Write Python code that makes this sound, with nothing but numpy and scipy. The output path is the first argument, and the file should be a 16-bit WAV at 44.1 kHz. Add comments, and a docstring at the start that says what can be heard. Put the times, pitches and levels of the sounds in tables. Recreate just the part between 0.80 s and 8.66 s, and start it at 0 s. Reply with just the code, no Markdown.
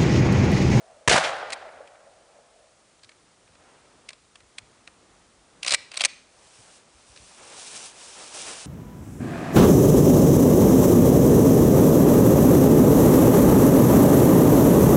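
"""A grassy clearing in a light breeze, the tail of an earlier shot still dying away in the woods.
A shotgun fires: the crack of muzzle gas overloads a small microphone, slaps back off the trees and
rolls into the distance, while pellets smack a target board. The shooter handles the gun, then racks
the pump back and forward, steel clacking and ringing over the knock of the wooden stock.
Last, the shooter wades off through tall dry grass, blades swishing and cloth brushing."""
import sys
import numpy as np
from scipy import signal
from scipy.fft import rfft, irfft
from scipy.io import wavfile
from scipy.ndimage import uniform_filter1d

SR = 44100
rng = np.random.default_rng(int(sys.argv[2]) if len(sys.argv) > 2 else 0)


def inscribe(sig):
    """Save sig as 16-bit PCM at rate SR to the path in sys.argv[1].

    A 1-D sig is mono; a 2-D sig holds one channel per row.
    Samples are clipped to [-1, 1] before scaling.
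    """
    pcm = np.round(np.clip(np.atleast_2d(sig).T, -1, 1) * 32767)
    wavfile.write(sys.argv[1], SR, pcm.astype(np.int16))


N = 346626
T = np.arange(N) / SR
EARLIER_SHOT_S, SHOT_S = -0.71, .276
TOP_HZ = 10150  # the treble rolls off above this
SCRAPE_S = .01  # gun parts scrape this long before they meet

# tone of the muzzle crack: (frequency [Hz], level [dB])
BLAST_EQ = [(25, -11), (60, -3.5), (130, 2), (400, -4.5), (1400, -3), (3000, -7), (6000, -11.5),
            (10000, -15)]
# slapbacks off clumps of trees: (time [s], level [dB])
SLAPBACKS = [(0.3108, -12.5), (0.3403, -16), (.358, -18), (.376, -18.5), (.41, -26), (.625, -34.5),
             (.853, -42.5), (1.003, -44), (1.265, -62), (1.58, -57.5)]
# tone of the near trees, the far trees and the distant roll: (frequency [Hz], level [dB])
NEAR_TREES_EQ = [(30, -19), (90, -4.5), (200, -2), (400, -5), (700, 6), (1000, -7.5), (1600, 2), (3000, -1),
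                 (6000, -4), (10000, -10)]
FAR_TREES_EQ = [(40, -24), (200, -25), (400, -11.5), (600, 2), (760, 3), (950, -4), (1400, 0), (2400, -7),
                (4500, -14), (10000, -32)]
ROLL_EQ = [(60, -25.5), (300, -25.5), (470, -7), (640, 1), (760, -5.5), (950, -14.5), (1500, -18),
           (3000, -29), (10000, -61)]
# reverb time of the near and far trees: (frequency [Hz], t60 [s])
NEAR_DECAY = [(60, 0.32), (130, 0.69), (250, 0.3), (700, 0.9), (2000, 0.53), (5000, 0.42), (10000, 0.46)]
FAR_DECAY = [(100, 2.34), (600, 1.72), (1400, 1.43), (3000, 1.21), (9000, 1.05)]
# metal hits of handling, pump back (4.8 s), pump home (5.1 s) and carrying the gun off:
# (time [s], level [dB], wooden knock relative to the hit [dB], pitch of the struck part [Hz])
GUN_HITS = [(0.704, -32.5, -17, 2600), (0.7228, -30, -3, 2180), (.729, -27, -11, 2150),
            (0.7326, -25, -7.5, 2290), (1.075, -47.5, -10, 2400), (2.234, -43, -10, 4420),
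            (2.245, -43.5, -17, 4440), (2.2928, -43.5, -9, 1830), (2.317, -51, -3, 2300),
            (2.7533, -52, -3, 2500), (3.29, -31.5, -23, 2810), (3.305, -40.5, -7.5, 1790),
            (3.332, -43, -10.5, 3650), (3.5563, -42, -7.5, 2670), (3.605, -49, -6, 1830),
            (3.7839, -30.5, -14, 2420), (4.0758, -40.5, -5.5, 2300), (4.8307, -25, -21, 2580),
            (4.848, -28, -11, 2400), (4.8642, -24, -10, 5940), (4.876, -24.5, -19, 4730),
            (4.8807, -17, -14.5, 4800), (4.894, -25, -12, 4530), (4.9077, -18.5, -30, 4020),
            (4.917, -24.5, -2.5, 4800), (4.922, -17, -12, 4730), (4.9374, -15, -10, 7560),
            (4.945, -11, -20, 2280), (5.117, -35, -11, 2630), (5.142, -35.5, -5.5, 9000),
            (5.171, -28, -18, 4200), (5.1742, -23, -14, 8350), (5.197, -32, -11, 3500),
            (5.2084, -16.5, -10, 3260), (5.2165, -21, -13, 5300), (5.2388, -17.5, -11.5, 3100),
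            (5.2493, -13, -14, 6100), (5.254, -14, -13.5, 6260), (6.362, -42.5, -8, 4465),
            (6.375, -41.5, -16, 5630)]
# pump strokes: (start [s], stop [s], opening chatter [dB], closing chatter [dB], end thump [dB])
PUMP_STROKES = [(4.829, 4.937, -43, -25, -41), (5.115, 5.248, -46, -35.5, -40.5)]
# ring of the steel receiver and barrel: (frequency [Hz], level [dB], t60 [s])
STEEL_RING = [(1970, -13, 0.2), (2320, 5, 0.14), (2300, -23, .03), (2790, 3, .04), (3400, -10, .15),
              (4300, -4, 0.02), (3830, 0, .035), (4450, -2, .04), (5280, -22, 0.016), (6260, -12, .05),
              (5800, -18, 0.027), (8300, -5, 0.03), (7860, -20.5, .07), (8550, -7, 0.041)]
# tone of a steel clack and of a knock in the wooden stock: (frequency [Hz], level [dB])
CLACK_EQ = [(100, -29), (600, -20.5), (1050, -14), (1600, -8.5), (1900, -2), (2400, 2.5), (3100, -2),
            (4200, 2), (5600, -2.5), (7000, -5), (8300, -1), (10000, -4.5)]
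STOCK_EQ = [(30, -11), (100, -9), (180, -10), (320, -0.5), (420, -6), (560, 11), (760, 7), (900, 1),
            (1030, 8.5), (1500, 8.5), (4000, -8.5)]
# a limb sweeps past grass and cloth: (start [s], swell [s], hold [s], swish [dB], brush [dB])
LIMB_SWEEPS = [(2.773, .1, 0.075, -72.5, -56.5), (5.434, 0.31, 0.23, -56.5, -59.5),
               (5.979, 0.57, 0.18, -52.5, -59.5), (6.561, 0.32, 0.18, -41.5, -50.5),
               (7.084, .16, 0.28, -45, -53), (7.507, 0.047, 0.18, -39.5, -47.5),
               (7.733, 0.04, 0.091, -41.5, -51.5)]
# a boot crushes stems: (time [s], level [dB])
FOOTSTEPS = [(6.571, -50.5), (6.7, -50), (7.34, -51), (7.65, -46)]
# tone of swishing blades and of brushing cloth and stems: (frequency [Hz], level [dB])
SWISH_EQ = [(300, -22.5), (1200, -7), (1550, -5), (1900, -9), (2400, 0), (3300, 0), (4500, 0), (5400, 2),
            (7000, 0.5), (8500, 2), (10000, 0.5)]
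BRUSH_EQ = [(60, -12.5), (180, -6), (330, -1.5), (510, 1), (800, 1.5), (1500, -4), (1900, -6), (3000, -10),
            (9000, -44)]
# gusts in the trees: (peak time [s], level [dB], half length [s])
TREE_GUSTS = [(2.9, -64.5, 0.58), (4.5, -60.5, 0.77), (6.8, -65.5, 1.5)]
# soft bumps of air on the microphone: (time [s], level [dB])
WIND_BUMPS = [(2.242, -61), (3.621, -59), (3.809, -54), (5.786, -57), (6.14, -57), (6.289, -51),
              (6.394, -49.5), (7.817, -59)]
# tone of stirring leaves and of the steady hiss: (frequency [Hz], level [dB])
LEAVES_EQ = [(30, -6), (90, -2), (250, 0), (550, -2), (1200, -6), (2500, -14.5), (8000, -21)]
HISS_EQ = [(18, -38), (30, -5.5), (255, -6), (515, -3.5), (901, -8.5), (1300, -5), (1540, -11),
           (1660, -9.5), (2760, -10.5), (10000, -11), (13000, -47.5), (22000, -120)]


def shotgun(trees_s=.291, pellets_s=.436):
    """The blast, then the answer of the woods, the smack of pellets on the board and the long roll."""
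    out = np.zeros(N)
    add(out, SHOT_S, muzzle_blast())
    add(out, trees_s, undb(-14.5) * tree_reverb(NEAR_TREES_EQ, NEAR_DECAY, rise_s=.0031, patchy_db=2.5))
    add(out, trees_s, undb(-22.5) * tree_reverb(FAR_TREES_EQ, FAR_DECAY, rise_s=.022, patchy_db=1.5))
    out += slapbacks()
    add(out, pellets_s, undb(-25) * puff(.014, low_hz=520, high_hz=3700))
    both_tails = np.hypot(roll_envelope(EARLIER_SHOT_S), roll_envelope(SHOT_S))
    return out + colour(noise(), ROLL_EQ) * both_tails * undb(.99 * drift(25.83))


def muzzle_blast(hold_s=.0089, release_s=.0017, boom_hz=48, boom_s=.0071):
    """A crack of gas gains weight as the pressure wave arrives, then swings into suction."""
    age = T[:SR // 2]
    gas = rng.standard_normal(len(age)) * np.exp(-np.maximum(age - hold_s, 0) / release_s)
    weight = np.clip(age / hold_s, 0, 1) ** 2
    crack = undb(-14) * colour(gas, BLAST_EQ)
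    body = undb(-4.5) * band(gas * weight, 41.5, 2000)
    boom = undb(-25) * np.sin(2 * np.pi * boom_hz * age) * pulse(age / boom_s)
    return crack + body + boom


def tree_reverb(eq, t60s, rise_s, patchy_db):
    """Countless echoes off trunks and branches; air and foliage soak up each band at its own rate."""
    age = T[:3 * SR]
    echoes = colour(noise() * undb(patchy_db * drift(160)), eq)
    spectrum = rfft(echoes[:len(age)])
    hz = np.arange(len(spectrum)) * SR / len(age)
    centres = np.geomspace(50, TOP_HZ, 14)
    out = 0
    for centre, share in zip(centres, np.eye(len(centres))):
        one_band = irfft(spectrum * at_hz(np.c_[centres, share], hz))
        out = out + one_band * decay(age, at_hz(t60s, centre))
    return out * (1 - np.exp(-age / rise_s))


def slapbacks():
    """Clumps of trees throw the blast back; the longer the path, the duller and more smeared the slap."""
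    out = np.zeros(N)
    for s, db in SLAPBACKS:
        delay_s = s - SHOT_S
        path = delay_s / .1  # 1 for an echo 0.1 s late
        low_hz = 121.2 if delay_s < .073 else 474  # soft ground drains the bass from later echoes
        high_hz = max(1640 / path ** .39, low_hz * np.sqrt(2))
        add(out, s, undb(db) * puff(.0054 * path ** .35, low_hz, high_hz))
    return out


def roll_envelope(shot_s, rise_s=.35, farthest_s=1.55, sag_db_per_s=9, fade_db_per_s=30):
    """Distant echoes build, sag slowly, then fade faster once the farthest woods have answered."""
    age = np.maximum(T - shot_s, 0)
    db = -48 - sag_db_per_s * age - fade_db_per_s * np.maximum(age - farthest_s, 0)
    return undb(db) * np.minimum(age / rise_s, 1)


def gun_action(echo_delay_s=.033):
    """Each hit rings the steel and knocks the stock; the pump thumps home; the trees answer faintly."""
    clacks, knocks, rings, thumps = np.zeros((4, N))
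    age = T[:SR // 2]
    mode_hz, mode_db, mode_t60 = np.transpose(STEEL_RING)[:, :, None]
    modes = undb(mode_db) * np.sin(2 * np.pi * mode_hz * age) * decay(age, mode_t60)
    trees = band(rng.standard_normal(len(age)), 400, 5500, order=1) * decay(age, t60=.5)
    for _, stop, _, _, db in PUMP_STROKES:
        add(thumps, stop, undb(db) * pulse(age / .00088))
    for s, db, wood_db, part_hz in GUN_HITS + pump_chatter() + handling_ticks():
        add(clacks, s - SCRAPE_S, steel_clack(db, part_hz))
        add(knocks, s, undb(db + wood_db) * rng.standard_normal(len(age)) * decay(age, t60=.04))
        mode_mix = rng.uniform(-1.1, 1, len(modes))  # each point of impact favours other modes
        add(rings, s, undb(db - 25) * (mode_mix @ modes))
    gun = undb(1.56) * colour(clacks, CLACK_EQ) + colour(knocks, STOCK_EQ) + rings + thumps
    echo = signal.oaconvolve(gun, trees / np.linalg.norm(trees))[:N]
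    add(gun, echo_delay_s, undb(-27.3) * echo)
    return gun


def steel_clack(db, part_hz, firm_db=-25, ping_width_hz=640, db_per_octave=14.5):
    """Parts scrape, meet and rattle, pinging briefly at their own pitch; harder hits are brighter."""
    age = T[:SR // 8] - SCRAPE_S
    scrape = undb(-6) * np.exp(-np.abs(age) / .0016)
    envelope = np.where(age < 0, scrape, decay(np.abs(age), t60=.021))
    rattle = rng.standard_normal(len(age)) * envelope
    ping = signal.lfilter(*signal.iirpeak(part_hz, part_hz / ping_width_hz, fs=SR), rattle)
    ping *= np.linalg.norm(rattle) / np.linalg.norm(ping)
    force_db = db - firm_db
    rattle_gain = undb(-.05 * min(force_db, 0))  # gentle touches get a shade more rattle
    high_hz = 10100 * 2 ** (force_db / db_per_octave)
    return undb(db) * band(rattle_gain * rattle + undb(-12) * ping, 80, high_hz, order=1)


def pump_chatter(hits_per_s=150, scatter_db=3, wood_db=-7, low_hz=2200, high_hz=7000):
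    """The sliding pump chatters louder along each stroke; gives rows like GUN_HITS."""
    hits = []
    for start, stop, first_db, last_db, _ in PUMP_STROKES:
        count = int((stop - start) * hits_per_s)
        for k, (late, force, pitch) in enumerate(rng.random((count, 3))):
            travel = (k + late) / count
            db = first_db + (last_db - first_db) * travel + scatter_db * (2 * force - 1)
            part_hz = low_hz * (high_hz / low_hz) ** pitch
            hits.append((start + travel * (stop - start), db, wood_db, part_hz))
    return hits


def handling_ticks(start_s=.96, stop_s=3.1, count=5, db=-56.5, wood_db=-7):
    """Sling and fingers tick faintly on the gun; gives rows like GUN_HITS."""
    return [(rng.uniform(start_s, stop_s), db, wood_db, rng.uniform(2200, 3300)) for _ in range(count)]


def grass_wading(release_s=.045, step_s=.04, grain_db=2.5):
    """Dry blades tick against the legs in dense swarms; cloth and trodden stems brush underneath."""
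    swish_power, brush_power = np.zeros((2, N))
    for start, swell, hold, swish_db, brush_db in LIMB_SWEEPS:
        age = T - start
        speed = np.clip(age / swell, 0, 1) * np.exp(-np.maximum(age - swell - hold, 0) / release_s)
        swish_power += (undb(swish_db) * speed) ** 2
        brush_power += undb(brush_db) ** 2 * speed
    for s, db in FOOTSTEPS:
        brush_power += (undb(db) * pulse(np.maximum(T - s, 0) / step_s)) ** 2
    ticks = unit(noise() * undb(grain_db * np.minimum(rng.exponential(size=N), 6)))
    swish = colour(ticks, SWISH_EQ) * np.sqrt(swish_power) * undb(.52 + .9 * drift(45))
    brush = colour(noise(), BRUSH_EQ) * np.sqrt(brush_power) * undb(-.15 + 1.4 * drift(30))
    return swish + brush


def breeze(calm_db=-70.5, hiss_db=-62):
    """Gusts stir the leaves and buffet the microphone over a bed of steady hiss."""
    gust_power = sum(undb(db) ** 2 * np.exp(-((T - s) / half) ** 2) for s, db, half in TREE_GUSTS)
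    wind = np.sqrt(undb(calm_db) ** 2 + gust_power)
    leaves = colour(noise(), LEAVES_EQ) * wind * undb(2 * drift(7.2))
    hiss = undb(hiss_db) * colour(noise(), HISS_EQ)
    rumble = unit(band(noise(), 30.14, 95.4)) * wind * undb(-13 + 3.3 * drift(13))
    for s, db in WIND_BUMPS:
        add(rumble, s, undb(db) * puff(.018, low_hz=42, high_hz=95))
    return leaves + hiss + rumble


def puff(length_s, low_hz, high_hz):
    """A band of noise that swells quickly and fades."""
    age = T[:16384] / length_s
    burst = unit(band(rng.standard_normal(len(age)), low_hz, high_hz))
    return burst * np.sqrt(2 * age) * np.exp(1 / 2 - age)


def pulse(age):
    """An envelope that peaks at 1 when age is 1, then dies away."""
    return age * np.exp(1 - age)


def decay(age, t60):
    """An envelope that falls 60 dB in t60 seconds."""
    return np.exp(-np.log(1000) * age / t60)


def colour(x, eq, size=4096):
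    """Minimum-phase EQ, rolled off above TOP_HZ; white noise keeps its power."""
    hz = np.arange(size // 2 + 1) * SR / size
    gain = undb(at_hz(eq, hz)) / np.sqrt(1 + (hz / TOP_HZ) ** 20)
    cepstrum = irfft(np.log(unit(gain)))
    cepstrum[1:size // 2] *= 2
    cepstrum[size // 2 + 1:] = 0
    impulse = irfft(np.exp(rfft(cepstrum)))
    return signal.oaconvolve(x, impulse)[:len(x)]


def band(x, low_hz, high_hz, order=2):
    """Band-pass."""
    edges = [low_hz, min(high_hz, SR / 2 - 1)]
    return signal.sosfilt(signal.butter(order, edges, "band", fs=SR, output="sos"), x)


def at_hz(points, hz):
    """Read (frequency [Hz], value) points on a log-frequency axis."""
    point_hz, value = np.transpose(points)
    return np.interp(np.log(np.maximum(hz, 1)), np.log(point_hz), value)


def drift(rate_hz):
    """Smooth random modulation with rms 1."""
    hold = int(SR / rate_hz)
    steps = np.repeat(rng.standard_normal(N // hold + 1), hold)
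    return unit(uniform_filter1d(uniform_filter1d(steps, hold), hold)[:N])


def noise():
    """White noise."""
    return rng.standard_normal(N)


def undb(db):
    """Decibels to gain."""
    return 10 ** (np.asarray(db) / 20)


def unit(x):
    """Scale to rms 1."""
    return x / np.sqrt(np.mean(x ** 2))


def add(out, s, x):
    """Mix x in at time s."""
    i = int(s * SR)
    out[i:i + len(x)] += x[:N - i]


def scene():
    """The mono mix at the microphone."""
    return (shotgun() + grass_wading() + breeze() + gun_action())[None]


def record(dry, low_cut_hz=36):
    """The microphone soft-clips the loudest peaks; the camera trims the deep bass and the top."""
    low_cut = signal.butter(2, low_cut_hz, "high", fs=SR, output="sos")
    high_cut = signal.ellip(12, .2, 70, TOP_HZ, fs=SR, output="sos")
    return signal.sosfilt(high_cut, signal.sosfilt(low_cut, np.tanh(dry)))


dry = scene()
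out = record(dry)
inscribe(out)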